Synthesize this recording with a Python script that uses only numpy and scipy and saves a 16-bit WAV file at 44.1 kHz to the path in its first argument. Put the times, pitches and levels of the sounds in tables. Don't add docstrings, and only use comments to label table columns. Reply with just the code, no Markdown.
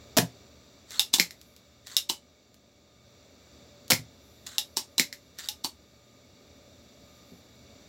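import sys
import numpy as np
from scipy import signal
from scipy.fft import rfft, irfft, next_fast_len
from scipy.io import wavfile
from scipy.ndimage import map_coordinates

SR = 44100
rng = np.random.default_rng(int(sys.argv[2]) if len(sys.argv) > 2 else 0)


def dump_mix(stems):
    frames = np.atleast_2d(stems).T
    limited = np.clip(frames, -1, 1)
    pcm = np.round(limited * 32767).astype(np.int16)
    wavfile.write(sys.argv[1], SR, pcm)


N = 347508
T = np.arange(SR // 2) / SR

# f/Hz, level/dB
CONTACT_SPECTRUM = [(100, -20.5), (900, -21), (2500, -8), (4000, -1), (7500, -3), (9000, -14),
                    (12000, -7.5), (16000, -13.5)]
# catch t/s, slide length/s, scrape/dB, breakaway/dB, click/dB, pitch factor, ping/dB
COCKING_STROKES = [(0.995, 0.088, -42.5, -40, -1.5, 0.98, -21),
                   (1.967, 0.097, -48.5, -40.5, -3, 0.995, -33),
                   (4.5824, .1172, -49.5, -38, -6.5, 0.99, -21), (5.4873, 0.1, -47.5, -34, -12, 1.0, -20.5)]


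def amp(db):
    return 10 ** (np.asarray(db) / 20)


def fade(t60_s):
    return np.exp(-np.log(1000) * T / t60_s)


def norm(x):
    return x / np.linalg.norm(x)


def along(points, hz):
    f, values = np.transpose(points)
    return np.interp(np.log(hz + 1), np.log(f + 1), values)


def filtered(x, response):
    size = next_fast_len(len(x) + 8192)
    return irfft(rfft(x, size) * response(np.fft.rfftfreq(size, 1 / SR)), size)[:len(x)]


def noise(spectrum, size=len(T)):
    x = filtered(rng.standard_normal(size), lambda hz: amp(along(spectrum, hz)))
    return x / x.std()


def resonant(x, humps):
    y = filtered(x, lambda f: amp(sum(db * np.exp(-((f - hz) / width) ** 2) for hz, width, db in humps)))
    return y / y.std()


def wobble(rate_hz, size=len(T)):
    return map_coordinates(rng.standard_normal(size // 16), [np.arange(size) * rate_hz / SR])


def add(track, s, x):
    part = track[round(s * SR):][:len(x)]
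    part += x[:len(part)]


def hollow_tone(hz, blur_rad):
    return np.sqrt(2) * np.sin(2 * np.pi * np.cumsum(hz) / SR + blur_rad * wobble(300))


def ring(modes, pitch=1, attack_s=0.00055):
    onset = 1 - np.exp(-T / attack_s)
    out = np.zeros(len(T))
    for k, (hz, db, t60_s) in enumerate(modes):
        mode = np.sin(2 * np.pi * hz * pitch * T) * onset * fade(t60_s)
        out += (-1) ** k * amp(db + rng.normal()) * norm(mode)
    return out


def crack(t60_s, attack_s=0.0011):
    z = rfft(rng.standard_normal(len(T)) * fade(t60_s) * (1 - np.exp(-T / attack_s)))
    flat_burst = irfft(z / np.abs(z), len(T)) * fade(10 * t60_s)
    return norm(filtered(flat_burst, lambda hz: amp(along(CONTACT_SPECTRUM, hz))))


def in_room(x, wet_db=0, build_s=0.0017):
    decay = [(150, 0.19), (900, 0.16), (4000, 0.16), (9000, 0.16), (16000, 0.12)]
    colour = [(200, -8.5), (900, -2.5), (4000, -5.5), (8000, -4.5), (16000, -1)]
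    bands_hz, t, z = signal.stft(rng.standard_normal(len(T)), SR, nperseg=256)
    z = z * np.exp(-np.log(1000) * t / along(decay, bands_hz)[:, None])
    tail = signal.istft(z, SR, nperseg=256)[1][:len(T)]
    tail = norm(tail * (1 - np.exp(-(T / build_s) ** 2)))
    tail = filtered(tail, lambda hz: amp(along(colour, hz)))
    return x + amp(wet_db) * signal.fftconvolve(x, tail)[:len(T)]


def background(rumble_db=-59, hiss_db=-61.5, rest_db=-63):
    drift = [(0, -58.5), (0.6, -62), (1.75, -66), (2.75, -67.5), (3.55, -61), (4.25, -63), (5.95, -65),
             (6.6, -62), (7.88, -60.5)]
    rumble_spectrum = [(15, -65), (25, -23), (52, -11.5), (76, 5), (124, -12), (145, -6.5), (183, -4),
                       (269, -2), (334, -9.5), (367, -6.5), (531, -9), (583, -5.5), (806, -17),
                       (1000, -24.5), (1300, -49), (2200, -120)]
    hiss_spectrum = [(600, -29), (900, -4.5), (1400, -2.5), (1750, -3.5), (2500, -4), (3100, -9.5),
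                     (3500, 3.5), (4200, 0.5), (5100, -2.5), (6500, -6), (7700, -5.5), (8300, -19),
                     (9200, -22), (16000, -13.5)]
    hollows = [(1215, 100, 5), (2263, 93, 8.5), (2780, 120, 5.5), (3700, 89, 3), (4580, 66, 7.5),
               (5860, 200, 7.5), (7170, 150, 7.5)]
    hum_lines = [(120, -66), (578, -67.5), (1217, -75.5)]  # f/Hz, level/dB
    t = np.arange(N) / SR
    swing_db = np.interp(t, *np.transpose(drift)) - rest_db
    rumble = amp(rumble_db + swing_db + 0.45 * wobble(6.1, N)) * noise(rumble_spectrum, N)
    hiss = amp(hiss_db + swing_db + 0.4 * wobble(5.4, N)) * resonant(noise(hiss_spectrum, N), hollows)
    hum = sum(amp(db + 3 * wobble(4.7, N)) * np.sin(2 * np.pi * hz * t + 0.81 * wobble(16, N))
              for hz, db in hum_lines)
    return rumble + hiss + amp(swing_db / 2) * hum


def high_fizz(level_db=-1):
    swells = [(1.47, -68.5, 65.5, 76), (4.27, -70, 97, 8), (7.34, -72, 22, 44)]
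    fizz_spectrum = [(7000, -29.5), (10500, 2.5), (12500, 5.5), (16000, -4)]  # f/Hz, level/dB
    t = np.arange(N) / SR
    envelope = sum(amp(db - np.maximum(rise * (s - t), fall * (t - s))) for s, db, rise, fall in swells)
    squeal_gain = amp(-8 + 4 * wobble(12, N))
    squeal_hz = 12400 + 700 * wobble(7, N) + 200 * wobble(600, N)
    squeal = squeal_gain * np.sin(2 * np.pi * np.cumsum(squeal_hz) / SR)
    return envelope * amp(level_db + 1.5 * wobble(40, N)) * (noise(fizz_spectrum, N) + squeal)


def case_booms(level_db=26, attack_s=0.0085):
    bumps = [(0.185, -24.5, .99), (0.2227, -25, 0.98), (3.921, -28.5, 0.9), (3.989, -36, 0.95),
             (7.316, -44, 1.45)]
    case_modes = [(122, 0, .17), (167, -2, .14), (268, -5, .1)]  # f/Hz, energy/dB, t60/s
    out = np.zeros(N)
    for s, db, pitch in bumps:
        add(out, s, amp(level_db + db) * ring(case_modes, pitch) * (1 - np.exp(-T / attack_s)))
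    return out


def tick(db, level_db=11):
    return amp(level_db + db) * in_room(crack(t60_s=0.0041), wet_db=-0.5)


def tool_taps():
    touches = [(1.4140, -37), (1.564, -39.5), (2.543, -44.5), (3.8802, -35.5)]  # t/s, level/dB
    out = np.zeros(N)
    for s, db in touches:
        add(out, s, tick(db))
    return out


def slides(slip_db=5, creep_s=0.016, creep_db=-6.5, breakaway_s=0.0092, start_hz=1900, end_hz=950):
    scrape_spectrum = [(300, -18), (1000, -10.5), (1700, -0.5), (2600, -9.5), (3700, 1), (5000, -6),
                       (6200, -4), (7600, -4), (9500, -16), (16000, -16.5)]
    spring_resonances = [(3850, 300, 2.5), (7450, 400, 4.5)]  # f/Hz, width/Hz, gain/dB
    out = np.zeros(N)
    lead_s = 3 * creep_s
    t = T - lead_s
    for catch_s, length_s, scrape_db, breakaway_db, *_ in COCKING_STROKES:
        s = catch_s - length_s
        travel = np.clip(t / length_s, 0, 1)
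        speed = np.exp(-((travel - 0.58) / 0.37) ** 2)
        sliding = amp(scrape_db) * speed + amp(breakaway_db) * np.exp(-np.abs(t) / breakaway_s)
        creeping = amp(scrape_db + creep_db) * np.exp(-np.abs(t) / creep_s)
        envelope = np.where(t < 0, creeping, sliding) * (travel < 1)
        rasp = resonant(noise(scrape_spectrum) * amp(slip_db * wobble(450)), spring_resonances)
        cavity = amp(-14) * hollow_tone(start_hz + (end_hz - start_hz) * travel, blur_rad=1.5)
        squeak_gain = amp(-7.5 + slip_db * (wobble(150) - 0.5))
        squeak_hz = 4240 * (1 + 0.1 * wobble(60))
        squeak = squeak_gain * hollow_tone(squeak_hz, blur_rad=1.8)
        add(out, s - lead_s, in_room((rasp + cavity + squeak) * envelope))
        add(out, s, tick(breakaway_db + 8.5))
    return out


def catches(level_db=9, ping_hz=847, ping_t60_s=0.07, chatter_s=0.0063, chatter_db=-16):
    catch_modes = [(2835, -13, 0.02), (3760, -1, 0.0062), (5340, -6, .004), (7700, -13.5, 0.001),
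                   (11500, -12, .001)]
    out = np.zeros(N)
    for s, _, _, _, db, pitch, ping_db in COCKING_STROKES:
        modes = ring(catch_modes, pitch) + ring([(ping_hz, ping_db, ping_t60_s)], pitch)
        click = in_room(modes, wet_db=-0.5) + amp(-6) * in_room(crack(t60_s=0.01), wet_db=3.5)
        add(out, s, amp(level_db + db) * click)
        add(out, s + chatter_s, tick(db + chatter_db))
    return out


def run_up(length_s, rise_db):
    return norm(noise(CONTACT_SPECTRUM) * (T < length_s) * amp(rise_db * np.minimum(T / length_s, 1)))


def knocks(level_db=9, scrape_s=0.008, graze_s=0.0043, graze_hz=4040, chatter_s=0.0063, chatter_db=-10):
    blows = [(1.1386, -3, 3520, -1.5, -4, -10.5), (1.1850, -18.5, 4350, -7.5, 6.5, -3.5),
             (2.0980, -13, 2980, -1, 3.5, -1.5), (4.77, -10, 5530, -6, 0.5, -15),
             (4.9810, -10.5, 3990, 4, -4, -32), (5.6457, -15.5, 4520, 0, 7, -6.5)]
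    rod_modes = [(2850, -13.5, 0.017), (3687, -8, 0.0033), (5250, -2.5, 0.0016), (7580, -8.5, 0.0027),
                 (8995, -10.5, .004)]
    barrel_modes = [(245, -15.5, .04), (370, -18.5, 0.045), (873, -12, .013), (1056, -17.5, 0.0067)]  # f/Hz, energy/dB, t60/s
    out = np.zeros(N)
    for s, db, ring_hz, ring_db, barrel_db, lead_db in blows:
        modes = ring(rod_modes) + ring([(ring_hz, ring_db, 0.032)]) + amp(barrel_db) * ring(barrel_modes)
        blow = in_room(modes, wet_db=1) + amp(-3) * in_room(crack(t60_s=0.01), wet_db=5)
        graze = amp(-3) * (ring(rod_modes) + crack(t60_s=0.01)) + ring([(graze_hz, 2, 0.025)])
        lead_gain = amp(level_db + db + lead_db - 3)
        add(out, s - scrape_s, lead_gain * in_room(run_up(scrape_s, rise_db=16.5)))
        add(out, s - graze_s, lead_gain * in_room(graze))
        add(out, s, amp(level_db + db) * blow)
        add(out, s + chatter_s, tick(db + chatter_db))
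    return out


def clack(ring_hz, grip_db, crack_db):
    stop_modes = [(4140, -3, 0.0073), (5300, -1, 0.0033), (7350, -7.5, .004), (11700, -10, 0.0011)]  # f/Hz, energy/dB, t60/s
    grip_modes = [(172, -11.5, 0.14), (257, -11, .04), (361, -16.5, 0.087), (487.5, -21, .025),
                  (930, -23.5, .015)]
    modes = ring(stop_modes) + ring([(ring_hz, 2, 0.0065)]) + amp(grip_db) * ring(grip_modes)
    return in_room(modes, wet_db=-2) + amp(crack_db) * in_room(crack(t60_s=0.012), wet_db=4)


def stops(level_db=8, chatter_s=0.0063, chatter_db=-10.5, rebound_pitch=0.93):
    hits = [(0.1859, -11.5, 1750, 16, 0.032, -43), (1.1979, -3.5, 2182, 1, 0.11, -30.5),
            (3.9193, -6.5, 2230, 4, .0137, -12.5), (4.9968, -5, 2180, 2, .1305, -26)]
    out = np.zeros(N)
    for s, db, ring_hz, grip_db, delay_s, rebound_db in hits:
        add(out, s, amp(level_db + db) * clack(ring_hz, grip_db, crack_db=-2))
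        add(out, s + chatter_s, tick(db + chatter_db))
        rebound = clack(rebound_pitch * ring_hz, grip_db=-6.5, crack_db=-1)
        add(out, s + delay_s, amp(level_db + rebound_db) * rebound)
    return out


def shots(nozzle_hz=725, pitch_fall=0.15, unlatch_s=0.0043, rise_s=0.00064, release_s=0.002):
    # t/s, flight/s, trigger lead/s, trigger/dB, air/dB, swell/dB, nozzle tone/dB, board/dB
    firings = [(0.1729, 0.014, .0047, -13.5, -19, 1, -1, 1), (3.9022, .018, 0, -12, -23.5, -4, -19, -24.5)]
    board_resonances = [(269, 38, 2), (662, 35, 1), (873, 13, -6), (1110, 57, -10), (1340, 55, -8),
                        (1550, 63, -15.5)]
    board_modes = [(hz, db, np.log(1000) / (np.pi * width)) for hz, width, db in board_resonances]
    out = np.zeros(N)
    for s, flight_s, lead_s, trigger_db, air_db, swell_db, tone_db, board_db in firings:
        trigger_s = s - lead_s
        travel = np.minimum(T / flight_s, 1)
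        air = suction(swell_db * (travel - 1))
        tone_hz = nozzle_hz * (1 - pitch_fall * travel)
        tone = amp(tone_db) * np.sin(np.pi * travel) * hollow_tone(tone_hz, blur_rad=0.9)
        envelope = (1 - np.exp(-T / rise_s)) * np.exp(-np.maximum(T - flight_s, 0) / release_s)
        add(out, trigger_s, tick(trigger_db))
        add(out, trigger_s + unlatch_s, tick(db=-6))
        add(out, s, amp(air_db) * in_room((air + tone) * envelope))
        add(out, trigger_s, amp(board_db) * ring(board_modes, attack_s=0.004))
    return out


def suction(level_db, flutter_db=2.5):
    air_spectrum = [(100, -13), (450, -1), (1100, 0), (1500, -7.5), (3000, -1.5), (7000, -3), (8800, -8),
                    (12000, -6.5), (16000, -8)]
    return noise(air_spectrum) * amp(level_db + flutter_db * wobble(700))


def scene():
    pump = shots() + slides() + catches() + knocks() + stops()
    return (pump + tool_taps() + case_booms() + high_fizz() + background())[None]


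def record(dry, top_hz=16000):
    rounded = dry[0] / (1 + dry[0] ** 6) ** (1 / 6)
    return filtered(rounded, lambda hz: 1 / (1 + (hz / top_hz) ** 160))[None]


dry = scene()
out = record(dry)
dump_mix(out)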